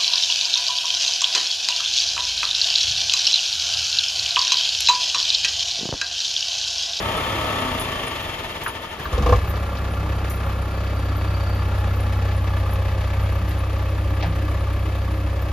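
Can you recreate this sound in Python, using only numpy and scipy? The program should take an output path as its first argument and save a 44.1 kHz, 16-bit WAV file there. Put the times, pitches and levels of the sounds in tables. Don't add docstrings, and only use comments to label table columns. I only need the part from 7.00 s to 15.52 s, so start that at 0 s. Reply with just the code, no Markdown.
import sys
import numpy as np
from scipy import signal
from scipy.fft import rfft, irfft, next_fast_len
from scipy.io import wavfile
from scipy.ndimage import uniform_filter1d

SR = 44100
rng = np.random.default_rng(int(sys.argv[2]) if len(sys.argv) > 2 else 0)


def boost_factor(decibels):
    exponent = np.asarray(decibels, float) / 20
    return 10 ** exponent


def transcribe(u):
    v = np.clip(np.atleast_2d(u).T, -1, 1)
    q = np.round(v * 32767).astype(np.int16)
    wavfile.write(sys.argv[1], SR, q)


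N = 375732
PADDED = next_fast_len(N + 8192)
HZ = np.maximum(np.arange(PADDED // 2 + 1) * SR / PADDED, 1)
JUMP_S = 2.4

CYLINDERS_DB = [
    [2.5, 2, 2],
    [0.21, -1.1, -0.47, -0.17],
]
# start_s, peak_db
FIRST_FIRINGS = [(2.126, -19.5), (2.179, -16), (2.223, -15), (2.26, -9), (2.291, -10), (2.323, -2),
                 (2.359, -21)]


def rms_one(x):
    return x / np.sqrt(np.mean(x ** 2) + 1e-20)


def in_time(rows):
    s, *columns = np.transpose(rows)
    return [np.interp(np.arange(N) / SR, s, c) for c in columns]


def over_hz(rows):
    hz, *columns = np.transpose(rows)
    return [np.interp(np.log(HZ), np.log(hz), c) for c in columns]


def resonate(x, hz, width_hz):
    radius, angle = np.exp(-np.pi * width_hz / SR), 2 * np.pi * hz / SR
    return signal.lfilter([0, np.sin(angle)], [1, -2 * radius * np.cos(angle), radius ** 2], x + 1e-18)


def width_of(t60_s):
    return np.log(1000) / np.pi / t60_s


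def band(x, low_hz, high_hz, order=2):
    return signal.sosfilt(signal.butter(order, [low_hz, high_hz], "band", fs=SR, output="sos"), x)


def clicks(times_s, sizes):
    out = np.zeros(N)
    out[np.minimum((np.asarray(times_s) * SR).astype(int), N - 1)] = sizes
    return out


def firings(crank, pattern_db, uneven_db):
    turn = np.floor(crank).astype(int)
    size_db = np.resize(pattern_db, 256) + uneven_db * rng.standard_normal(256)
    return np.diff(turn, prepend=turn[0]) * boost_factor(size_db)[turn]


def swell(crank, sharp, lag):
    phase = ((crank - lag) % 1) ** 0.78
    return np.exp(sharp * np.cos(2 * np.pi * (phase - .33)))


def mechanics(crank, pattern_db, colour, body, low_db, high_db, depth, sharp, uneven_db):
    colour_db, = over_hz(colour)
    body_db = sum(db / (1 + (2 * (HZ - hz) / width_hz) ** 2) for hz, width_hz, db in body)
    shape = boost_factor(colour_db + body_db)
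    turn = np.floor(crank).astype(int)
    shared_db = np.resize(pattern_db, 256) + uneven_db * rng.standard_normal(256)
    edges_hz = [0, 300, 800, 1500, 7500, SR]
    depth_shares = [0.1, 0.24, 0.71, 0.94, 0.96]
    lags = [0.21, 0.056, 0.11, 0.057, 0.0]
    bands = []
    for low_hz, high_hz, share, lag in zip(edges_hz, edges_hz[1:], depth_shares, lags):
        blow_db = shared_db + 1.54 * uneven_db * rng.standard_normal(256)
        blow = rms_one(swell(crank, sharp, lag) * boost_factor(blow_db)[turn])
        deep = np.clip(depth * share, 0, .97)
        gate = np.sqrt(1 - deep + deep * blow ** 2)
        noise = rfft(rng.standard_normal((2, N)) * gate, PADDED)
        inside = (HZ > low_hz) & (HZ <= high_hz)
        bands.append(irfft(noise * shape * inside, PADDED)[:, :N])
    return boost_factor(low_db) * rms_one(sum(bands[:3])) + boost_factor(high_db) * rms_one(sum(bands[3:]))


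def panels(crank, table, pulses):
    shake = rms_one(pulses) + 0.56 * rms_one(swell(crank, 0.95, 0) * rng.standard_normal(N))
    t = np.arange(N) / SR
    out = np.zeros(N)
    for start_s, end_s, hz, width_hz, level_db in table:
        ring = rms_one(resonate(resonate(shake, hz, width_hz), hz, 4 * width_hz))
        fade = np.interp(t, [start_s, start_s + 0.21, end_s - .2, end_s], [0, 1, 1, 0])
        out += boost_factor(level_db) * ring * fade
    return out


def with_scatter(x, lag_s=0.012):
    return np.array([x, np.roll(x, round(lag_s * SR))])


def run_down():
    # start_s, firings_per_s
    speed_curve = [
        (0, 32.13),
        (.462, 35.0),
        (1.92, 10.68),
        (2.16, 8.3),
        (2.3, 0),
    ]
    # full_speed_db, loss_db_per_halving, barely_turning_db
    layers = [
        (-34, 16, -47),
        (-28, 16, -35),
        (-31, 6, -55),
    ]
    speed, = in_time(speed_curve)
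    share = np.clip(speed / speed.max(), .25, 1)
    halt_db = 57 * np.maximum(np.arange(N) / SR - 2.17, 0)
    levels_db = [20 * np.log10(boost_factor(db + loss_db * np.log2(share)) + boost_factor(least_db)) - halt_db
                 for db, loss_db, least_db in layers]
    gap_depth = 1.13 + (0.34 - 1.13) * share
    return .395 + np.cumsum(speed) / SR, *levels_db, gap_depth


def tractor():
    # pitch_hz, width_hz, level_db
    body = [(263, 5.1, -4), (640, 68, 5.5), (906, 9.9, 1), (1165, 51, 6), (1246, 90, 4.5), (1774, 136, 9),
            (2160, 180, 2), (2717, 50, 6.5), (3126, 74, 8.5), (3500, 20, 8)]
    # freq_hz, density_db_per_hz
    colour = [(30, 1.5), (150, -5), (400, -2), (1100, -6), (1550, -9), (2000, -5), (3300, -5), (4000, -12),
              (6000, -19), (8500, -18.5), (11000, -22), (13000, -28), (14200, -23), (15500, -29)]
    # start_s, end_s, pitch_hz, width_hz, level_db
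    singing = [(.4, .92, 255, 14, -40), (.8, 1.4, 255, 8, -51), (-.2, .9, 905, 14, -43),
               (.7, 2.1, 905, 14, -48), (-.2, .8, 1287, 16, -41.5), (-.2, 1.3, 1142, 22, -42.5),
               (-.2, .9, 625, 20, -46), (-.2, 1.0, 3499, 16, -52.5)]
    crank, exhaust_db, block_db, clatter_db, depth = run_down()
    pulses = firings(crank - .1, CYLINDERS_DB[0], uneven_db=2.0)
    pipe = resonate(pulses, 78, 29)
    pipe = pipe - boost_factor(2.0) * resonate(pulses, 110.5, 49) + boost_factor(-11) * resonate(pulses, 185, 69)
    pipe = band(pipe, 42, 240)
    pipe = pipe / np.sqrt(uniform_filter1d(pipe ** 2, size=8192) + 1e-9)
    noise = mechanics(crank, CYLINDERS_DB[0], colour, body, block_db - 2.0, clatter_db + 1.0,
                      depth, sharp=0.4, uneven_db=0.1)
    return with_scatter(boost_factor(exhaust_db) * pipe + panels(crank, singing, pulses)) + noise


def bells():
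    # start_s, peak_db, loudest_hz
    tinkles = [(0.169, -32, 10400), (0.604, -34, 10200), (0.7971, -22.5, 10200), (1.068, -26, 9500),
               (1.2151, -34, 14400), (1.6337, -33, 15000), (1.6565, -38, 14000), (1.679, -26, 10900),
               (1.714, -41, 14500), (2.0313, -30, 15300), (2.132, -37, 10600), (2.2543, -42, 9100),
               (2.4728, -35, 14000), (2.4962, -29, 13500), (2.9183, -38, 10300), (3.3028, -30, 9100),
               (3.3588, -37, 13700), (3.7604, -41, 14600), (4.1674, -36, 13000), (4.5491, -41, 12900),
               (4.9606, -36, 14200), (5.005, -36, 11000), (5.364, -37, 10000), (5.708, -37, 9800),
               (5.734, -31.5, 11700), (6.2352, -41, 11100), (6.4916, -34, 11400), (6.5894, -37, 11000),
               (7.2624, -39, 14900), (8.4188, -35, 13700)]
    # partial_hz, level_db, t60_s
    partials = [(7500, -12, .1), (9232, -5, .17), (10260, 0, .19), (11070, -12, .2), (12330, -8, .1),
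                (12910, -10, .15), (13720, -8, .1), (14250, -3, .1), (14900, -6, .08)]
    s, peak_db, _ = np.transpose(tinkles)
    out = np.zeros(N)
    for hz, db, t60_s in partials:
        chance = rng.standard_normal(len(s))
        sizes_db = peak_db + db - 23.0 + 11.0 * np.minimum(chance, 1)
        out += resonate(clicks(s + 0.0065 * abs(chance), boost_factor(sizes_db)), hz, width_of(t60_s))
    t = np.arange(SR // 10) / SR
    for start_s, db, hz in tinkles:
        i = round(start_s * SR)
        ring = boost_factor(db - 2.0 - 60 * t / 0.064) * np.sin(2 * np.pi * hz * t)
        out[i:i + len(t)] += ring[:N - i]
    return out


def jingle():
    sizes = boost_factor(4 * np.minimum(rng.exponential(1, N), 3)) * (rng.random(N) < 90 / SR)
    dealt = rng.integers(0, 14, N)
    partials_hz = np.linspace(9200, 14700, num=14)
    return boost_factor(-54) * sum(resonate(sizes * (dealt == k), hz, 90) for k, hz in enumerate(partials_hz))


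def start_and_idle():
    # start_s, firings_per_s
    idle_speed = [(2.4, 32.646), (4.554, 31.74), (5.976, 31.649), (6.032, 31.947), (8.52, 31.862)]
    # start_s, silencer_db, tailpipe_db, block_db, clatter_db
    cranking = [(1.9, -70, -70, -111, -100), (2.0, -45, -52, -32, -35), (2.032, -33, -51, -41, -47.5),
                (2.154, -19, -45, -30.5, -40), (2.33, -18, -14, -25, -34), (2.378, -18, -21, -32.5, -36)]
    # start_s, level_db
    facing = [(2.39, -2), (2.5, -1.5), (2.75, -9.5), (3.1, -4.5), (3.35, -8), (3.5, -4.5), (3.7, -7),
              (4.05, -2), (4.6, 1), (5.3, 1.5), (5.85, 1), (6.1, -2.5), (6.25, 2), (6.45, -2.5),
              (7.05, -0.5), (7.7, -1.5), (8.35, -2.5), (8.52, -5)]
    # level_db, facing_share, drift_db_per_s as the listener backs off
    idling = [
        (-26, 0.15, 0.21),
        (-26, 0.94, 0),
        (-31.5, 0.0028, -0.49),
        (-39.5, 0.12, -0.36),
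    ]
    t = np.arange(N) / SR
    turns_s = [2.0, 2.053] + [s for s, _ in FIRST_FIRINGS] + [JUMP_S]
    crank = np.interp(t, turns_s, [-.5, *range(len(FIRST_FIRINGS) + 1), 8.66])
    crank = crank + np.cumsum(in_time(idle_speed)[0] * (t >= JUMP_S)) / SR
    facing_db, = in_time(facing)
    cut = np.interp(t, [cranking[-1][0], facing[0][0]], [0, 1])
    levels_db = []
    for start_db, (db, share, db_per_s) in zip(in_time(cranking), idling):
        idle_db = db + share * facing_db + db_per_s * (t - JUMP_S)
        levels_db.append(start_db + cut * (idle_db - start_db))
    return crank, *levels_db


def knock(crank):
    # pitch_hz, width_hz, level_db
    modes = [(560, 90, -4), (1180, 100, 2), (1710, 130, -7), (2350, 200, -4), (2750, 250, -8),
             (3900, 500, -16)]
    blows = np.hanning(260) * rng.standard_normal(260)
    out = np.zeros(N)
    for k, (hz, width_hz, db) in enumerate(modes):
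        ignitions = firings(crank - .08, CYLINDERS_DB[1], uneven_db=2.3)
        struck = signal.oaconvolve(ignitions, np.roll(blows, 37 * k))[:N]
        out += resonate(struck * boost_factor(db), hz, width_hz)
    return rms_one(out)


def backhoe():
    # pitch_hz, width_hz, level_db
    body = [(160, 16, 3), (309.4, 8.7, 9.5), (553, 16, 5.5), (839, 16, 6.5), (1180, 180, 9.5),
            (1370, 38, 5.5), (1705, 110, 7), (2280, 84, 3), (2583, 47, 7), (4590, 79, 6.5)]
    # freq_hz, density_db_per_hz
    colour = [(30, 6), (80, 8.5), (250, -0.5), (600, -1), (1200, -8.5), (1550, -11.5), (2400, -15),
              (3200, -16.5), (5000, -24.5), (6500, -28.5), (8600, -27.5), (12000, -35), (14200, -31.5),
              (15300, -30)]
    # start_s, end_s, pitch_hz, width_hz, level_db
    singing = [(3.6, 4.75, 4600, 60, -57), (4.15, 4.7, 4600, 60, -55), (2.2, 8.7, 160, 12, -46),
               (4.4, 6.05, 835, 22, -45), (3.6, 4.45, 305, 9, -43.5), (6.2, 8.7, 306, 9, -42.5),
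               (7.15, 8.05, 355, 9, -50), (4.3, 5.55, 231, 7, -45.5), (5.4, 8.7, 565, 27, -43.5),
               (2.4, 5.4, 1370, 55, -45)]
    pulse_db = [-3.2, -.5, -2.6, 0]
    crank, silencer_db, tail_db, block_db, clatter_db = start_and_idle()
    idle = crank > 8
    late = np.where(idle, .33, 0)
    pulses = np.maximum(firings(crank - late, pulse_db, uneven_db=.45), 0)
    silencer = rms_one(band(resonate(pulses, 61.0, 30.3), 42.0, 97))
    tail = rms_one(band(resonate(pulses, 98.3, 24.4), 81.8, 97.54, order=3))
    edge = rms_one(band(pulses, 162, 249))
    cavity = rms_one(resonate(resonate(pulses, 80, 8), 80, 8))
    silencer = silencer + idle * boost_factor(-15) * cavity
    exhaust = boost_factor(silencer_db) * silencer + boost_factor(tail_db) * tail + boost_factor(block_db - 14.5) * edge
    noise = mechanics(crank, CYLINDERS_DB[1], colour, body, block_db + 1.0, clatter_db + 1.5,
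                      depth=0.62, sharp=0.43, uneven_db=1.0)
    knocks = boost_factor(clatter_db - 1) * knock(crank)
    return with_scatter(exhaust + knocks + panels(crank, singing, pulses)) + noise


def catches():
    # pitch_hz, level_db, t60_s
    cold_block = [(490, -3.5, 0.13), (683, -10, 0.097), (793, -8, 0.09), (1070, -9.5, 0.1),
                  (1185, -12.5, 0.1), (1710, -19, 0.026)]
    s, peak_db = np.transpose(FIRST_FIRINGS)
    out = np.zeros(N)
    for k, (hz, db, t60_s) in enumerate(cold_block):
        spread_db = 1.5 * rng.standard_normal(len(s))
        hits = clicks(s + .0012 * k, boost_factor(peak_db + db - 3.0 + spread_db))
        out += resonate(hits, hz, width_of(t60_s))
    return out


def rattles():
    # start_s, peak_db
    loose = [
        ((1900, 4300, 0.074), [(.59, -33), (1.16, -23), (2.054, -26), (4.805, -33), (7.207, -24.5), (8.017, -37)]),
        ((2500, 5200, 0.11), [(2.556, -30), (2.769, -29), (7.225, -24)]),
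        ((1030, 1680, 0.11), [(1.66, -11.5), (2.052, -15.5)]),
        ((590, 2250, .13), [(1.661, -14)]),
        ((1250, 2700, 0.12), [(7.224, -21), (7.249, -30)]),
        ((630, 920, 0.19), [(7.225, -17.5)]),
        ((440, 2450, 0.25), [(6.13, -26), (6.239, -28.5), (7.244, -24.5)]),
        ((130, 240, 0.41), [(2.199, -18)]),
        ((6700, 21000, 0.14), [(.795, -26), (1.634, -26), (2.031, -43), (3.298, -23)]),
    ]
    # start_s, peak_db, pitch_hz, t60_s
    booms = [(4.6, -43, 54, 0.55), (6.15, -24.5, 114, 0.34), (6.201, -26, 55.6, 0.65),
             (6.4, -27, 178, 0.38), (7.257, -19.5, 160, 0.28)]
    out, t = np.zeros((2, N)), np.arange(SR // 2) / SR
    jolts = [(s, min(db - 5, -24.5)) for s, db in FIRST_FIRINGS]
    fittings = ((560, 6400, 0.079), jolts)
    for (low_hz, high_hz, t60_s), blows in [*loose, fittings]:
        for s, db in blows:
            burst = rms_one(band(rng.standard_normal((2, len(t))), low_hz, high_hz, order=3))
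            i = round(s * SR)
            out[:, i:i + len(t)] += burst * boost_factor(db - 8.5 - 60 * t / t60_s) * np.minimum(t / 0.0013, 1)
    for s, db, hz, t60_s in booms:
        i = round(s * SR)
        envelope = boost_factor(db - 60 * t / t60_s) * np.minimum(t / 0.011, 1)
        out[0, i:i + len(t)] += envelope * np.sin(2 * np.pi * hz * t)
    return out


def rumble():
    return boost_factor(-47) * rms_one(band(rng.standard_normal((2, N)), 28, 110))


def ports(pair, table, leak=0):
    # freq_hz, left_lead_rad, likeness_0_1, left_right_db
    bass = [(20, 0, 1, 0), (90, 0, .999, 0), (180, 0, .99, 0)]
    # freq_hz, left_lag_half_turns, likeness_0_1
    treble_turns = [(7300, .75, .7), (7650, 1, 1), (9350, 1, 1), (9700, 1.3, .75), (10700, 1.75, .7),
                    (11100, 2, 1), (13300, 2, 1), (13700, 2.3, .65), (14400, 2.75, .85), (14700, 3, 1)]
    treble = [(hz, -np.pi * turns, alike - leak, 0) for hz, turns, alike in treble_turns]
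    lead_rad, alike, pan_db = over_hz([*bass, *table, *treble])
    alike = np.clip(alike, 0, 1)
    direct, scattered = rfft(pair, PADDED) * np.sqrt([(1 + alike) / 2, (1 - alike) / 2])
    turn = boost_factor(pan_db / 2) * np.exp(.5j * lead_rad)
    return irfft([(direct + scattered) * turn, (direct - scattered) / turn], PADDED)[:, :N]


def scene():
    # freq_hz, left_lead_rad, likeness_0_1, left_right_db
    tractor_side = [(400, 0.19, 0.89, 0), (1000, 0.64, 0.69, 5), (1730, -0.23, 0.18, -0.5),
                    (3080, 1.66, 0.96, 5.5), (5000, 1.4, 0, 4), (6500, 1, 0.4, -1.5)]
    backhoe_side = [(400, 0.3, 1, 0.3), (990, 0.68, 1, 0.5), (1540, -1.67, 0.72, 1.5), (2490, 0.95, 1, 3),
                    (5000, -0.41, 0.33, 2), (7200, -0.78, 0.05, 0)]
    near = ports(tractor(), tractor_side)
    ringing = ports(with_scatter(bells() + jingle()), tractor_side, leak=.35)
    ahead = backhoe() + with_scatter(catches()) + rattles() + rumble()
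    return near + ringing + ports(ahead, backhoe_side)


def band_limit(x):
    return signal.sosfilt(signal.butter(12, 15790, fs=SR, output="sos"), x)


def record(dry):
    mix = signal.sosfilt(signal.butter(4, 27, "high", fs=SR, output="sos"), dry)
    return band_limit(mix)


dry = scene()
out = record(dry)
transcribe(out)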